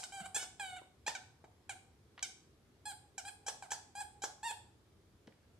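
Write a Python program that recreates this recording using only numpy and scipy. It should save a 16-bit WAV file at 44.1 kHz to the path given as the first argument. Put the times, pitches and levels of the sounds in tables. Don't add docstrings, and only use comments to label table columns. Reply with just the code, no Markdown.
import sys
import numpy as np
from scipy import signal
from scipy.fft import rfft, irfft, next_fast_len
from scipy.io import wavfile
from scipy.ndimage import uniform_filter1d

SR = 44100
rng = np.random.default_rng(int(sys.argv[2]) if len(sys.argv) > 2 else 0)


def unload_audio(sound):
    columns = np.transpose(np.atleast_2d(sound))
    steps = np.round(np.clip(columns, -1, 1) * 32767)
    wavfile.write(sys.argv[1], SR, steps.astype(np.int16))


N = 246777
LEAD_S = .06


def gain_of(db):
    return 10 ** (np.asarray(db) / 20)


def evened(x):
    return x / np.sqrt(np.mean(x ** 2) + 1e-20)


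def read(points, hz):
    point_hz, value = np.transpose(points)
    return np.interp(np.log(hz + 1), np.log(point_hz + 1), value)


def add(mix, s, sound):
    part = mix[..., round((s + LEAD_S) * SR):][..., :sound.shape[-1]]
    part += sound[..., :part.shape[-1]]


# (f/Hz, likeness 0-1)
LIKENESS = [(60, 0.98), (130, 0.93), (290, 0.83), (640, 0.64), (1410, 0.21), (3100, 0.022), (6820, 0.029),
            (15000, 0.049)]


def left_and_right(left, other, hz):
    same = np.clip(read(LIKENESS, hz), -1, 1)[:, None]
    right = same * left + np.sqrt(1 - same ** 2) * other
    return np.array([left, right])


# (f/Hz, relative level/dB)
HUM_COLOUR = [(12, -73), (20, -36), (43, -21.5), (81, 0), (129, -7.5), (151, -12), (183, -12.5),
              (410, -12.5), (582, -22), (1080, -24.5), (2860, -31.5), (3270, -30), (3550, -30.5),
              (12600, -39.5)]
# (f/Hz, level change/dB)
HISS_TOP_FALL = [(12400, -8), (12900, -14), (16000, -20)]
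HUM_DB, HUM_PATCHY_DB = -66.5, 1.0


def hum():
    frames, hz = N // 512 + 5, np.fft.rfftfreq(2048, 1 / SR)
    a, b, c, d, patches = rng.standard_normal((frames, 1025, 5)).T
    patches = uniform_filter1d(patches, 12, 0)
    patches = evened(uniform_filter1d(patches, 8, 1))
    spectra = left_and_right(a + 1j * b, c + 1j * d, hz)
    colour_db = read(HUM_COLOUR, np.minimum(hz, 12400)) + read(HISS_TOP_FALL, hz)
    spectra *= gain_of(colour_db[:, None] + HUM_PATCHY_DB * patches)
    noise = signal.istft(spectra, nperseg=2048, noverlap=1536)[1][:, :N]
    return gain_of(HUM_DB) * evened(noise)


JOLT_RISE_S, JOLT_PITCH_S, JOLT_LEVEL_S = 0.0034, 0.0062, 0.028
JOLT_DB_PER_HZ = 0.0823


def jolt(t, fall_s):
    s, size_hz = np.array(BULB_POPS)[:, [0, 3]].T
    late = t[:, None] - s - JOLT_RISE_S / 2
    rise = np.minimum(late, 0) / JOLT_RISE_S
    fall = np.maximum(late, 0) / fall_s
    return (size_hz * np.exp(rise - fall)).sum(1)


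# (f/Hz, level against the fundamental/dB)
FREE_BULB = [(800, 1), (1650, 6.5), (2500, 6.5), (3300, 5), (4200, 2.5), (5000, 1.5)]
# (f/Hz, level against the fundamental/dB)
COVERED_BULB = [(800, 1.5), (1650, -7.5), (2500, -13.5), (3300, -14), (4200, -15.5), (5000, -19.5)]
# (f/Hz, level against the neck resonance/dB)
NECK_BLOWN = [(6000, 0), (7500, 1.5), (9000, -14.5), (11000, -6.5), (13000, -14)]
# (f/Hz, level against the neck resonance/dB)
NECK_SUCKED = [(6000, -19), (7500, -1), (9000, -2.5), (11000, -7), (13000, -2)]
# (f/Hz, level change/dB)
NECK_TOP = [(8900, 6.5), (9700, -1), (11000, -3), (13000, -16.5), (15000, -24)]
DIP_OCTAVES = 0.23
FLUTTER_DB, FLUTTER_S = 2.5, .015


def colour(order, partial_hz, treble_db, covered, inward, dip_hz, dip_db):
    body_db = (1 - covered) * read(FREE_BULB, partial_hz) + covered * read(COVERED_BULB, partial_hz)
    body = gain_of(body_db) * (order <= 6)
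    neck_db = (1 - inward) * read(NECK_BLOWN, partial_hz) + inward * read(NECK_SUCKED, partial_hz)
    neck = gain_of(neck_db + read(NECK_TOP, partial_hz)) * (order > 6)
    body_share = body / np.linalg.norm(body, axis=0)
    neck_share = gain_of(treble_db) * neck / np.linalg.norm(neck, axis=0)
    noise = rng.standard_normal(partial_hz.shape)
    flutter = evened(uniform_filter1d(noise, round(FLUTTER_S * SR), axis=1))
    dip = np.exp(-(np.log2(partial_hz / dip_hz) / DIP_OCTAVES) ** 2)
    return (body_share + neck_share) * gain_of(dip_db * dip + FLUTTER_DB * flutter)


# (start t/s, hold t/s, release t/s, start f/Hz, end of hold f/Hz, arch of pitch f/Hz, top of arch 0-1,
#  start level/dB, end of hold level/dB, start treble against level/dB, end treble against level/dB,
#  bulb free to covered 0-1, air out to drawn inward 0-1, dip or bump f/Hz, its level change/dB)
BITES = [ (-.045, 0.011, 0.039, 812, 790, 1, .4, -39, -43.5, 6.5, 5, 0.36, 0.06, 1610, -6),
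         (0.039, 0.0011, 0.0091, 775, 767, 0, .4, -38, -45.5, 1, 1, 0.05, 0.2, 2360, -11),
         (0.123, .086, 0.022, 760.4, 751.6, 35, 0.28, -49, -50.5, -7.5, -7, 0.69, 0.66, 4200, -7.5),
         (.238, .023, 0.0053, 690.3, 755, 1, 0.3, -59.5, -49.5, -8, -5.5, 0.63, 0.86, 4170, -6),
         (0.347, 0.021, 0.028, 814.7, 837.6, -4.5, 0.55, -42.5, -43.5, 3.5, 2.5, 0.26, 0.47, 4040, -3.5),
         (.395, .035, 0.012, 720, 751.7, 15, 0.49, -52.5, -49.5, -1, 4, 0.34, 0, 4230, 0),
         (.598, 0.18, .018, 846, 722, -45.5, 0.31, -42, -55.5, -9, -10.5, 0.52, 0.69, 4630, -8.5),
         (1.066, .015, 0.028, 805, 840, -4.5, 0.3, -40, -42, -5.5, -0.5, 0.19, 0.05, 4460, -1),
         (1.152, 0.0025, 0.014, 789, 782, 4, .4, -43, -44, -4, -4, .3, 0, 4800, -4.5),
         (1.442, 0.0038, 0.0057, 836, 783, 11, .4, -66, -59, -14, -14, 1, 0.2, 4760, 3),
         (1.695, 0.0022, 0.026, 820, 804, 6, 0.3, -39.5, -42, -4.5, 1, 0.33, 0.35, 5000, -6.5),
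         (2.228, .027, 0.0021, 804, 698, -3, 0.2, -38, -54.5, 4, -6.5, -.2, 0.16, 830, 0.5),
         (2.856, 0.055, 0.01, 825, 788, 30, 0.41, -47, -48.5, -3.5, -4, 0.6, 1, 2340, -6.5),
         (3.181, 0.019, .003, 811.4, 709, 3.5, 0.5, -42, -53.5, 1.5, 0.5, .7, 0.14, 4170, 1),
         (3.252, 0.033, 0.0098, 796, 820, -3, 0.1, -48.5, -48.5, -8, -3.5, 0.59, .9, 3640, -4.5),
         (3.466, 0.02, 0.018, 788, 774.6, -0.5, 0.3, -44.5, -49.5, 0.5, 3, 0.55, 0.11, 4160, -0.5),
         (3.625, 0.0019, 0.037, 844, 802, 2, .4, -44, -46.5, -9.5, -3, 0.88, 0.6, 3380, -2),
         (3.707, 0.012, 0.033, 781.6, 782.5, -6, .4, -48, -47.5, 1.5, 8, 0.49, 0.06, 2200, -4.5),
         (3.953, 0.067, 0.0033, 790, 798.2, 27.5, 0.46, -48, -47.5, -7, -5.5, 0.82, 0.72, 3350, -3),
         (4.221, 0.018, 0.023, 784, 783, -1.5, 0.5, -46, -46.5, -2.5, 5, 0.58, .05, 2380, -6),
         (4.431, 0.075, 0.013, 835, 809.6, 104.5, 0.43, -46, -45.5, -6.5, -5, 0.76, 0.55, 6300, -4), ]
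SAG_HZ_PER_S, FADE_DB_PER_S = 4600, 590
LEAK_SAG_PER_S = 10
DB_PER_HZ = 0.0361
SWING_IN_S, RING_DOWN_S = 0.00083, .004
SCATTER_RAD = 0.52
AIR_DB = -18


def squeak(start, hold, release, hz0, hz1, arch_hz, top, db0, db1, treble0_db, treble1_db,
           covered, inward, dip_hz, dip_db):
    t = np.arange(start - .008, start + hold + release + .025, 1 / SR)
    held = np.clip((t - start) / hold, 0, 1)
    let_go = np.clip(t - start - hold, 0, release)
    after = np.maximum(t - start - hold - release, 0)
    bend = np.log(.5) / np.log(np.clip(top, .1, .9))
    arch = arch_hz * np.sin(np.pi * held ** bend)
    progress = np.clip((t - start) / (hold + release), 0, 1)
    treble_db = treble0_db + (treble1_db - treble0_db) * progress

    hz = hz0 + (hz1 - hz0) * held + arch - SAG_HZ_PER_S * let_go + jolt(t, JOLT_PITCH_S)
    hz = hz * (1 - LEAK_SAG_PER_S * after)
    level_db = db0 + (db1 - db0) * held + DB_PER_HZ * arch - FADE_DB_PER_S * let_go
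    level_db = level_db + JOLT_DB_PER_HZ * jolt(t, JOLT_LEVEL_S)
    wobble = evened(uniform_filter1d(rng.standard_normal(len(t)), 60))
    turns = np.cumsum(hz * (1 + .003 * wobble)) / SR

    order = np.arange(1, 19)[:, None]
    partial_hz = order * hz
    share = colour(order, partial_hz, treble_db, covered, inward, dip_hz, dip_db)
    phase = .9 - 2.5 * np.arctan((partial_hz - 7300) / 1500)
    phase = phase + SCATTER_RAD * rng.standard_normal(order.shape)
    buzz = np.sqrt(2) * (share * np.cos(2 * np.pi * order * turns + phase)).sum(0)
    slot = signal.butter(2, [4000, 9300], "bandpass", fs=SR, output="sos")
    reed_open = 1 + np.cos(2 * np.pi * turns)
    air = evened(signal.sosfilt(slot, rng.standard_normal(len(t)) * reed_open))
    swing = np.exp(np.minimum(t - start, 0) / SWING_IN_S) * np.exp(-after / RING_DOWN_S)
    return t[0], gain_of(level_db) * swing * (buzz + gain_of(AIR_DB + treble_db) * air)


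# (f/Hz, left over right level/dB)
LEFT_OVER_RIGHT = [(800, 3.5), (1600, 0.5), (2500, -1.5), (3800, 3), (5500, 2.5), (7500, 1.5), (9000, 0.5)]
# (f/Hz, left lag/rad)
LEFT_LAG = [(300, 0.058), (800, 0.41), (2500, 0.99), (3800, 0.11), (5500, 1.3), (7800, 1.22), (11000, 1.36)]


def ports(x):
    hz = np.fft.rfftfreq(x.shape[1], 1 / SR)
    half = gain_of(read(LEFT_OVER_RIGHT, hz) / 2) * np.exp(-.5j * read(LEFT_LAG, hz))
    return irfft(rfft(x) * np.array([half, 1 / half]), x.shape[1])


# (delay t/s, level against the direct sound/dB)
NEAR_BOUNCES = [(.0021, -16), (.0047, -17), (.009, -14.5), (.014, -10.5)]


def add_echoes(mix, mono):
    for k, (delay_s, db) in enumerate(NEAR_BOUNCES):
        add(mix[k % 2], delay_s - LEAD_S, gain_of(db) * mono)


# (f/Hz, time to fall by 60 dB t/s)
RING_TIMES = [(250, 0.36), (800, 0.43), (1740, 0.41), (4590, 0.43), (8000, 0.43), (13000, 0.23)]
# (f/Hz, relative level/dB)
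RING_COLOUR = [(200, -6.5), (450, -1.5), (800, -0.5), (2000, -6), (5000, -1.5), (7000, -8.5), (8800, 0.5),
               (10000, 0), (13000, 6)]
ROOM_DB, ROOM_START_S, ROOM_BUILD_S = -2.0, 0.001, 0.011


def room(x):
    noise = rng.standard_normal((2, SR))
    hz, t, (left, other) = signal.stft(noise, SR, nperseg=256)
    spectra = left_and_right(left, other, hz)
    spectra *= gain_of(-60 * t / read(RING_TIMES, hz)[:, None] + read(RING_COLOUR, hz)[:, None])
    tail = signal.istft(spectra, SR, nperseg=256)[1]
    tail *= np.clip((np.arange(tail.shape[1]) / SR - ROOM_START_S) / ROOM_BUILD_S, 0, 1)
    tail /= np.linalg.norm(tail[0])
    return gain_of(ROOM_DB) * signal.fftconvolve(x[None], tail, axes=1)[:, :len(x)]


SNAP_EARLY = 128


def snap(s, db, centre_hz, octaves, length):
    t = np.arange(1024) / SR
    burst = rng.standard_normal(len(t)) * (1 - np.exp(-t / 0.00013)) * np.exp(-3 * t / length)
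    hz = np.fft.rfftfreq(len(t), 1 / SR) + 1
    band = np.exp(-(np.log2(hz / centre_hz) / octaves) ** 2 / 2)
    burst = irfft(rfft(np.roll(burst, SNAP_EARLY)) * band)
    strength = np.sqrt((burst ** 2).sum() / (length * SR / 4))
    return s - SNAP_EARLY / SR, gain_of(db) * burst / strength


# (t/s, level/dB, centre f/Hz, jolt of the reed's pitch f/Hz)
BULB_POPS = [(0.032, -45, 2480, -6), (0.202, -54, 900, 48.5), (.259, -50, 880, 47),
             (.363, -39.5, 720, 60.5), (.428, -47, 870, 11.5), (.766, -73, 900, 64.5),
             (1.079, -38, 716, 100.5), (2.914, -62, 900, 27), (3.282, -59, 905, 34),
             (3.483, -39.5, 785, 111.5), (3.718, -42, 800, 102.5), (4.005, -72, 890, 54),
             (4.239, -36.5, 700, 100.5), (4.509, -52.5, 626, 110)]


def pop(s, db, centre_hz, _jolt_hz):
    return snap(s, db, centre_hz, octaves=1.0, length=0.0095)


# (t/s, level/dB, f/Hz, length t/s)
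PAW_THUMPS = [(0.206, -48.5, 183.4, 0.025), (5.275, -47.5, 238, 0.0083)]


def thump(s, db, hz, length):
    t = np.arange(0, length, 1 / SR)
    return s, gain_of(db) * np.sin(2 * np.pi * hz * t) * np.sin(np.pi * t / length)


# (t/s, level/dB, centre f/Hz, spread/octaves, length t/s)
TOUCHES = [(0.818, -51.5, 443, 0.59, 0.0076), (1.441, -50.5, 580, 1, 0.0088),
           (2.178, -50.5, 1320, 0.94, 0.019), (2.193, -45, 2450, 0.74, 0.0039),
           (5.273, -58, 1800, 1.04, 0.0052), (5.277, -54, 1000, 1.1, 0.0071),
           (5.281, -55, 450, 0.25, 0.0084), (5.324, -66.5, 2350, 0.6, 0.012)]


def tick(s, db, centre_hz, octaves, length):
    return snap(s, db, centre_hz, octaves, length)


PAN_DB = -2.5


def scene():
    lead = round(LEAD_S * SR)
    near = np.zeros((2, next_fast_len(N + lead)))
    pan = gain_of([[PAN_DB / 2], [-PAN_DB / 2]])
    for row in BITES:
        s, sound = squeak(*row)
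        add(near, s, sound * pan)
    for row in BULB_POPS:
        add(near, *pop(*row))
    for row in PAW_THUMPS:
        add(near, *thump(*row))
    for row in TOUCHES:
        add(near, *tick(*row))
    mix, mono = ports(near), near.mean(0)
    add_echoes(mix, mono)
    mix += room(mono)
    return mix[:, lead:lead + N] + hum()


EDGE_HZ = 15650


def record(dry):
    low_pass = signal.firwin(511, EDGE_HZ, window=("kaiser", 9), fs=SR)
    return signal.oaconvolve(dry, low_pass[None], "same")


dry = scene()
out = record(dry)
unload_audio(out)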